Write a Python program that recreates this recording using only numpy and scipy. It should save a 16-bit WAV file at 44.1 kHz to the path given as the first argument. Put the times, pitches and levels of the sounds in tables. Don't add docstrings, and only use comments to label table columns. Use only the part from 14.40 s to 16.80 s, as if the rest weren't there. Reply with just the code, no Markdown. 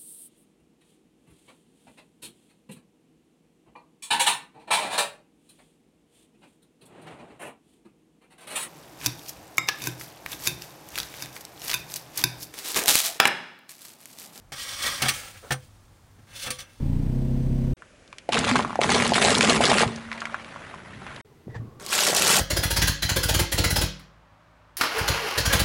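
import sys
import numpy as np
from scipy import signal
from scipy.fft import rfft, irfft, next_fast_len
from scipy.io import wavfile
from scipy.ndimage import map_coordinates

SR = 44100
rng = np.random.default_rng(int(sys.argv[2]) if len(sys.argv) > 2 else 0)


def dump_mix(stems):
    frames = np.atleast_2d(stems).T
    limited = np.clip(frames, -1, 1)
    pcm = np.round(limited * 32767).astype(np.int16)
    wavfile.write(sys.argv[1], SR, pcm)


N = 105840

# time in seconds, hiss level in dB, grinding level in dB.
PUSH_STROKE = [(.12, -65, -63), (.128, -38, -46), (.155, -44.5, -46.5), (.185, -37.5, -44),
               (.235, -34.5, -47.5), (.255, -40, -42.5), (.285, -36, -44), (.335, -35.5, -41),
               (.36, -39, -47), (.415, -35, -37), (.43, -25, -35.5), (.452, -31, -29), (.466, -23.5, -27.5),
               (.492, -32, -33), (.566, -35.5, -40.5), (.612, -39, -37.5), (.66, -29.5, -30),
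               (.72, -44, -50), (.8, -100, -100)]
UNDER_DOUGH_STROKE = [(.69, -65, -41), (.715, -41.5, -36.5), (.745, -35, -41.5), (.8, -39.5, -43),
                      (.9, -46, -49.5), (.93, -51, -58), (.96, -50.5, -49), (1.02, -55, -65.5),
                      (1.1, -53.5, -59), (1.19, -60, -62), (1.24, -58, -67), (1.3, -66.5, -97),
                      (1.5, -70, -76)]
TURN_STROKE = [(1.87, -66, -60), (1.895, -58, -60.5), (1.93, -55, -54), (1.964, -40, -47),
               (1.986, -42.5, -52.5), (2.038, -33, -46), (2.054, -40, -40.5), (2.075, -35, -38),
               (2.096, -47, -42.5), (2.15, -44, -54), (2.18, -56, -57), (2.205, -38, -47),
               (2.255, -65.5, -58.5), (2.32, -60, -62.5), (2.4, -62.5, -74)]
# frequency in Hz, relative level in dB.
STONE_HISS = [(100, -61), (1500, -19.5), (2600, -2.5), (3500, -0.5), (4600, -1.5), (5500, -1), (7200, -5),
              (9200, -3.5), (10500, -8), (12300, -11.5), (14500, -13.5), (16000, -9.5)]
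DOUGH_SWISH = [(100, -28), (1500, -17), (2600, 3.5), (3500, -0.5), (4200, 0.5), (5800, 0), (7300, -1),
               (9000, 2.5), (10500, -5), (12300, -9), (16000, -4.5)]
# frequency in Hz, bandwidth in Hz, strength in dB.
FLAT_BLADE = [(570, 35, 4), (1080, 35, 7), (1150, 45, 9), (1230, 50, 6), (1630, 45, 7), (1910, 45, 4),
              (2230, 40, 3), (3030, 35, 4), (3240, 40, 5), (3480, 130, 4), (4260, 40, 3), (4880, 45, 6),
              (5610, 45, 6), (8310, 90, 4)]
LOADED_BLADE = [(517, 48, 2.5), (780, 58, -4), (1327, 39, 4), (1657, 29, 2), (2290, 28, -7), (3190, 33, -1),
                (3480, 50, 2), (3700, 40, 4), (6600, 43, -1)]
EDGE_BLADE = [(544, 25, 11.4), (1190, 35, 3.9), (1594, 68, 4.5), (2136, 13, 4.2), (2666, 28, 8.8),
              (2970, 48, 2.5), (3500, 120, 5), (4240, 26, 4.2), (6100, 31, 2.7), (9600, 120, 2.1)]
def strokes():
    push = scrape(PUSH_STROKE, STONE_HISS, FLAT_BLADE)
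    slip_under = scrape(UNDER_DOUGH_STROKE, DOUGH_SWISH, LOADED_BLADE)
    turn = scrape(TURN_STROKE, STONE_HISS, EDGE_BLADE)
    return push + slip_under + turn

# frequency in Hz, relative level in dB.
GRIND_SPECTRUM = [(30, -6), (80, 1), (130, -5.5), (250, -6), (420, -11.5), (560, -6), (850, -5.5),
                  (1150, -5), (1900, -2.5), (2600, -3.5), (4000, -24.5), (16000, -51)]
def scrape(stroke, hiss_spectrum, resonances, judder_db=1, judder_per_s=120):
    times, hiss_db, grind_db = np.transpose(stroke)
    envelope = lambda db: amp(np.interp(np.arange(N) / SR, times, db, left=-120))
    hiss = envelope(hiss_db) * coloured(grit(), hiss_spectrum, resonances)
    grind = envelope(grind_db) * coloured(grit(), GRIND_SPECTRUM, resonances)
    return (hiss + grind) * amp(judder_db * wobble(judder_per_s))

def grit(grains_per_s=16000, spread_db=3):
    hits = rng.random(N) < grains_per_s / SR
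    return hits * rng.choice([-1, 1], N) * amp(spread_db * np.clip(noise(), -2, 2))

# start in seconds, rise in seconds, thud level in dB, handle focus in Hz,
# clack level in dB, clink level in dB, blade focus in Hz, ring level in dB.
IMPACTS = [(.120, 0.00054, -44.5, 136, -38.5, -39, 1700, -60),
           (.6185, 0.0024, -35, 132, -27.5, -20.5, 11100, -29),
           (0.633, 0.0034, -30.5, 132, -31, -45, 1170, -44),
           (.657, 0.0023, -31.5, 132, -30, -36, 2000, -40),
           (.681, 0.0047, -56, 350, -33.5, -20, 1970, -23.5),
           (0.689, 0.0037, -55, 350, -52, -29, 7700, -23.5), (1.106, 0.0018, -28, 154, -24, -31, 1250, -44),
           (1.120, 0.00053, -29.5, 132, -36, -28, 8650, -32),
           (1.786, .002, -54.5, 213, -60, -75, 1200, -76), (2.063, 0.0015, -59, 234, -40, -48, 2640, -37),
           (2.071, .003, -37, 216, -39, -57, 1240, -51), (2.104, .001, -36.5, 546, -59, -28, 9360, -28),
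           (2.185, 0.0067, -49.5, 130, -60, -43, 5270, -36.5)]
# frequency in Hz, relative level in dB, T60 in seconds.
HANDLE_MODES = [(132, 3, .19), (203, -5, .14), (235, -7, .14), (268, -8, .13), (352, -9, .14),
                (506, -5, .22), (630, -10, .16)]
BLADE_MODES = [(1150, -6, .18), (1260, -6, .16), (1810, -5, .12), (2240, -6, .12), (3190, -6, .22),
               (3400, -3, .17), (4120, -6, .15), (4720, -7, .09), (5889, -2, .17), (7720, -6, .08),
               (8400, -4, .07), (8802, 0, .11), (9220, -8, .14), (10460, -7, .11), (11100, -5, .07)]
# frequency in Hz, bandwidth in Hz, strength in dB.
SOCKET_RESONANCES = [(757, 51, 8.5), (844, 14, 2.5), (980, 25, -17), (1166, 19, 3.5), (1288, 45, 6),
                     (1549, 41, 7.5), (1774, 29, 13.5), (2113, 36, -2)]
# frequency in Hz, relative level in dB.
CLACK_SPECTRUM = [(30, -22), (100, -30), (220, 6), (420, -1.5), (760, -1), (1300, -1.5), (2200, -6.5),
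                  (3200, -3.5), (6000, -33), (16000, -41)]
CLINK_SPECTRUM = [(200, -52), (1200, -23), (2200, 0), (3400, -3), (5400, -3.5), (6900, -8.5), (8600, -5.5),
                  (10500, -11.5), (12300, -13.5), (14500, -17.5), (16000, -8.5)]
def impacts(contact_s=0.0057, clack_t60_s=0.092, clink_t60_s=0.063):
    out, size = np.zeros(N + SR), SR // 2
    t = np.arange(size) / SR
    clack_noise = coloured(noise(), CLACK_SPECTRUM, SOCKET_RESONANCES)
    clink_noise = coloured(grit(), CLINK_SPECTRUM)
    for start_s, rise_s, thud_db, handle_hz, clack_db, clink_db, blade_hz, ring_db in IMPACTS:
        start = round(start_s * SR)
        attack = np.minimum(t / rise_s, 1)
        decay_s = np.maximum(t - rise_s - contact_s, 0)
        clack = amp(clack_db - 60 * decay_s / clack_t60_s) * np.roll(clack_noise, -start)[:size]
        clink = amp(clink_db - 60 * decay_s / clink_t60_s) * np.roll(clink_noise, -start)[:size]
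        blade = amp(ring_db) * ring(paired(favoured(BLADE_MODES, blade_hz)), t)
        thud = amp(thud_db) * ring(favoured(HANDLE_MODES, handle_hz), t)
        out[start:start + size] += attack * (thud + clack + clink + blade)
    return out[:N]

def ring(modes, t):
    hz, db, t60 = np.transpose(modes)[:, :, None]
    gain = amp(db + rng.standard_normal(db.shape))
    waves = gain * amp(-60 * t / t60) * np.sin(2 * np.pi * hz * t)
    return waves.sum(axis=0) / np.sqrt(np.sum(gain ** 2) / 2)

def favoured(modes, focus_hz, boost_db=11, width_octaves=.3):
    return [(hz, db + boost_db * np.exp(-abs(np.log2(hz / focus_hz)) / width_octaves), t60)
            for hz, db, t60 in modes]

def paired(modes, max_detune=.004):
    return [(hz * (1 + side * max_detune * rng.random()), db, t60)
            for hz, db, t60 in modes for side in (-1, 1)]

# frequency in Hz, relative level in dB.
RUB_SPECTRUM = [(100, -25), (380, -3), (580, 1), (900, -3), (1300, -3), (2200, -18), (8000, -40),
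                (16000, -55)]
def handle_rub(start_s=1.024, rise_s=.016, length_s=0.1, level_db=-45):
    envelope = np.interp(np.arange(N) / SR - start_s, [0, rise_s, length_s], [0, 1, 0])
    return amp(level_db) * envelope * coloured(noise(), RUB_SPECTRUM)

# frequency in Hz, T60 in seconds.
VAULT_DECAY = [(100, 0.2), (1500, 0.13), (12000, 0.069)]
def vault(source, level_db=-11):
    hz, t, spectra = signal.stft(rng.standard_normal(SR // 2), SR, nperseg=256)
    decay = amp(-60 * t / along(VAULT_DECAY, hz)[:, None])
    tail = signal.istft(spectra * decay, SR, nperseg=256)[1]
    return amp(level_db) * signal.fftconvolve(source, tail / np.linalg.norm(tail))[:N]

# frequency in Hz, relative level in dB.
FIRE_SPECTRUM = [(15, -30), (25, -9), (45, -2), (69, -7), (101, -1), (126, -10), (340, -17), (380, -21),
                 (800, -21), (1200, -23), (2100, -29), (2700, -33), (7100, -35), (10000, -38), (15500, -44)]
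def fire(rumble_db=-56, hum_db=-61, hum_hz=99.8, hum_width_hz=18):
    hum = unit(filtered(noise(), lambda f: np.exp(-((f - hum_hz) / hum_width_hz) ** 2)))
    return amp(rumble_db) * coloured(noise(), FIRE_SPECTRUM) + amp(hum_db) * hum

def coloured(x, spectrum, resonances=()):
    def response(f):
        peaks = sum(amp(db) * 1j * f * width / (hz * hz - f * f + 1j * f * width)
                    for hz, width, db in resonances)
        return amp(along(spectrum, f)) * (1 + peaks)
    return unit(filtered(x, response))

def filtered(x, response):
    size = next_fast_len(N + SR // 2)
    return irfft(rfft(x, size) * response(np.fft.rfftfreq(size, 1 / SR)), size)[:N]

def along(points, hz):
    frequencies, values = np.transpose(points)
    return np.interp(np.log(hz + 1), np.log(frequencies + 1), values)

def wobble(knots_per_s):
    knots = rng.standard_normal(int(N * knots_per_s / SR) + 4)
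    return map_coordinates(knots, [np.arange(N) * knots_per_s / SR])

def noise():
    return rng.standard_normal(N)

def amp(db):
    return 10 ** (np.asarray(db) / 20)

def unit(x):
    return x / np.sqrt(np.mean(x ** 2) + 1e-20)

def scene():
    peel = strokes() + impacts() + handle_rub()
    return (peel + vault(peel) + fire())[None]

def record(dry, cutoff_hz=15800):
    return filtered(dry[0], lambda hz: hz < cutoff_hz)[None]

dry = scene()
out = record(dry)
dump_mix(out)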